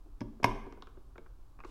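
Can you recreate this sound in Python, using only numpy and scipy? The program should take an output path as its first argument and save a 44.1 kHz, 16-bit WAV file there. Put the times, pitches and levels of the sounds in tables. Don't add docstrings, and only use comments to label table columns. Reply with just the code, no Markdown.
import sys
import numpy as np
from scipy import signal
from scipy.fft import rfft, irfft, next_fast_len
from scipy.io import wavfile

SR = 44100
rng = np.random.default_rng(int(sys.argv[2]) if len(sys.argv) > 2 else 0)


def wrap_up_sound(samples):
    columns = np.atleast_2d(samples).T
    tamed = np.clip(columns, -1, 1)
    steps = np.round(tamed * 32767).astype(np.int16)
    wavfile.write(sys.argv[1], SR, steps)


N = 74970
TIME_S, BIN_HZ = np.arange(N) / SR, np.fft.rfftfreq(N, 1 / SR)


def undb(db):
    return 10 ** (np.asarray(db) / 20)


def along(points, hz):
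    frequencies, values = np.array(points, float).T
    return np.interp(np.log(np.maximum(hz, 1)), np.log(frequencies), values)


def colour(x, spectrum):
    size = next_fast_len(2 * N)
    size += size % 2
    cepstrum = irfft(along(spectrum, np.fft.rfftfreq(size, 1 / SR)) * np.log(10) / 20)
    cepstrum[1:size // 2] *= 2
    cepstrum[size // 2 + 1:] = 0
    return irfft(rfft(x, size) * np.exp(rfft(cepstrum)))[:N]


def noise(spectrum):
    x = irfft(rfft(rng.standard_normal(N)) * undb(along(spectrum, BIN_HZ)), N)
    return x / x.std()


def fade(t60_s):
    return np.exp(-np.minimum(np.log(1000) * TIME_S / max(t60_s, 1e-3), 40))


def at(x, start_s):
    return np.concatenate([np.zeros(max(int(start_s * SR), 0)), x])[:N]


def ring(modes, band_hz):
    x = sum(undb(db) * fade(t60_s) * np.sin(2 * np.pi * hz * TIME_S) for hz, db, t60_s in modes)
    return signal.sosfilt(signal.butter(2, band_hz, "bandpass", fs=SR, output="sos"), x)


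def bursts(starts_s, levels_db, spectrum, t60_s, cutoffs_hz=12000):
    envelope, white, hits = fade(t60_s), rng.standard_normal(N), 0
    for start_s, db, cutoff_hz in zip(starts_s, levels_db, np.broadcast_to(cutoffs_hz, len(starts_s))):
        grain = np.roll(white, rng.integers(N)) * envelope
        lowpass = signal.butter(2, cutoff_hz, fs=SR, output="sos")
        hits += at(undb(db) * signal.sosfilt(lowpass, grain / np.linalg.norm(grain)), start_s)
    rms_gain = np.sqrt(np.mean(undb(along(spectrum, BIN_HZ)) ** 2))
    return colour(hits, spectrum) / rms_gain


def background():
    # frequency_hz, density_db
    spectrum = [(12, 2.5), (28, 4), (42, 1), (60, -5.5), (80, -13.5), (120, -14), (170, -29.5), (280, -22),
                (420, -31), (600, -34.5), (1100, -32), (2000, -49), (4000, -48.5), (8000, -53),
                (15000, -54.5)]
    return undb(-50) * noise(spectrum)


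def handling():
    # start_s, knock_db, clack_db, tick_db
    contacts = [(0.06, -49, -67.5, -80), (0.399, -42.5, -56, -78), (0.665, -40, -50, -63),
                (0.7242, -43.5, -44.5, -52), (0.774, -46, -53.5, -74), (0.8230, -46, -44.5, -45),
                (0.871, -53, -47, -58), (0.972, -48, -58, -83), (1.157, -48.5, -48, -80),
                (1.1798, -41.5, -45, -51.5), (1.261, -67, -50.5, -79), (1.59, -48.5, -49.5, -76),
                (1.603, -58, -43, -62), (1.637, -51.5, -44.5, -65), (1.6472, -42, -40.5, -53),
                (1.651, -46, -50, -54.5)]
    # frequency_hz, density_db
    knock = [(100, -21), (200, 0.5), (270, 3.5), (410, 7), (550, -5), (800, -5.5), (1500, -44), (4000, -59)]
    clack = [(150, -38), (400, -13.5), (750, -1.5), (1080, 8.5), (1300, 3.5), (1550, 3.5), (1850, -8),
             (2300, -6), (3200, -16.5), (6000, -59.5), (12000, -59)]
    tick = [(500, -37.5), (1500, -9.5), (2800, 8.5), (4000, 9), (5500, 3.5), (7000, 0), (9000, -18),
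            (15000, -26.5)]
    starts_s, knock_db, clack_db, tick_db = np.array(contacts).T
    return (bursts(starts_s, knock_db + 20, knock, t60_s=0.076)
            + bursts(starts_s, clack_db + 16.5, clack, t60_s=0.035)
            + bursts(starts_s, tick_db + 11.5, tick, t60_s=0.009))


def creaks():
    # start_s, pitch_hz, level_db
    slips = [(0.2062, 5210, -50), (1.181, 2224, -49), (1.603, 2530, -50.5), (1.638, 2120, -48.5)]
    rise_s = 0.00037
    envelope = (1 - np.exp(-TIME_S / rise_s)) * fade(t60_s=0.025)
    return sum(at(undb(db) * envelope * np.sin(2 * np.pi * hz * TIME_S), s) for s, hz, db in slips)


def snap():
    # start_s, catch_db, shell_db, table_db, crack_db, crack_cutoff_hz
    blows = [(0.2066, -42, -42, -17.5, -14.5, 5930), (0.2127, -48.5, -26.5, -7.5, -30, 3000),
             (0.2162, -47.5, -29.5, -8, -22, 5610), (0.4277, -48.5, -22, -11.5, -35, 3000),
             (0.4322, -25.5, -20, -38, -7, 7500), (0.4430, -2, 0, 3, 0.5, 15000),
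             (0.4458, -10, -14, -10, -3, 14100), (0.4576, -27.5, -20.5, -6, -10, 7000)]
    # pitch_hz, level_db
    catch_modes = [(2015, -27), (2215, -15.5), (2370, -20.5), (2730, -32.5), (3330, -33.5), (4520, -34),
                   (5340, -29), (6000, -39.5)]
    # pitch_hz, level_db, t60_s
    shell_modes = [(664, -20, 0.013), (828, -19, 0.019), (969, -12, 0.036), (1115, -28, 0.04),
                   (1565, -19.5, 0.015)]
    table_modes = [(115.6, -28, 0.27), (176.8, -28, 0.073), (222.9, -34.5, 0.23), (249, -23, 0.032),
                   (279.8, -45, 0.16), (354.5, -41, 0.23), (388.2, -35.5, 0.19), (569.5, -43.5, 0.098)]
    # frequency_hz, density_db
    crack_spectrum = [(500, -0.5), (1500, -2.5), (2400, 3), (3200, -1.5), (4000, -7.5), (5500, 1),
                      (8000, -15), (11000, -8), (14000, -13.5), (16000, -24)]
    catch_t60_s = 0.016
    shell_lag_s, table_lag_s = 0.0015, 0.0016
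    catch = ring([(hz, db, catch_t60_s) for hz, db in catch_modes], band_hz=(700, 6500))
    shell = at(ring(shell_modes, band_hz=(300, 2400)), shell_lag_s)
    table = at(ring(table_modes, band_hz=(110, 890)), table_lag_s)
    ringing = sum(at(undb(catch_db) * catch + undb(shell_db) * shell + undb(table_db) * table, start_s)
                  for start_s, catch_db, shell_db, table_db, _, _ in blows)
    starts_s, *_, crack_db, cutoffs_hz = np.array(blows).T
    return ringing + bursts(starts_s, crack_db - 11.5, crack_spectrum, t60_s=0.024, cutoffs_hz=cutoffs_hz)


def rocking():
    sway_hz = 29.6
    sway = fade(t60_s=0.55) * np.sin(2 * np.pi * sway_hz * TIME_S)
    return at(undb(-33.5) * sway, start_s=0.49)


def sleeve():
    # frequency_hz, density_db
    spectrum = [(500, -17), (1300, -8), (3000, 4), (6500, -2), (11000, -9), (15000, -25)]
    start_s, rise_s = 1.64, 0.037
    return undb(-69) * noise(spectrum) * np.clip((TIME_S - start_s) / rise_s, 0, 1)


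def room(x):
    # frequency_hz, t60_s
    decay_times = [(100, 1.12), (300, 0.7), (1000, 0.55), (2200, 0.8), (5000, 0.39), (8000, 0.58),
                   (14000, -0.45)]
    # frequency_hz, gain_db
    tail_gains = [(60, -14), (130, -14.5), (250, -5.5), (430, -4), (600, -10.5), (780, -10.5), (1000, -9.5),
                  (1350, -10), (2300, -16.5), (3200, -9.5), (5000, -14.5), (12000, -10)]
    delay_s, build_s = 0.004, 0.0055
    white, centres_hz = rfft(rng.standard_normal(N)), 2. ** np.arange(6, 15)
    tail = 0
    for centre_hz, share in zip(centres_hz, np.eye(len(centres_hz))):
        octave = irfft(white * along(list(zip(centres_hz, share)), BIN_HZ), N)
        envelope = fade(along(decay_times, centre_hz)) * (1 - np.exp(-TIME_S / build_s))
        tail += octave * envelope / np.linalg.norm(envelope)
    early = rng.standard_normal(N) ** 3 * fade(t60_s=0.05)
    response = colour(tail, tail_gains) + undb(-13.5) * early / np.linalg.norm(early)
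    return signal.fftconvolve(x, at(response, delay_s))[:N]


def scene():
    direct = snap() + handling() + creaks()
    return (direct + room(direct) + rocking() + sleeve() + background())[None]


def record(dry):
    cutoff_hz = 15900
    return signal.sosfilt(signal.ellip(8, .2, 70, cutoff_hz, fs=SR, output="sos"), dry)


dry = scene()
out = record(dry)
wrap_up_sound(out)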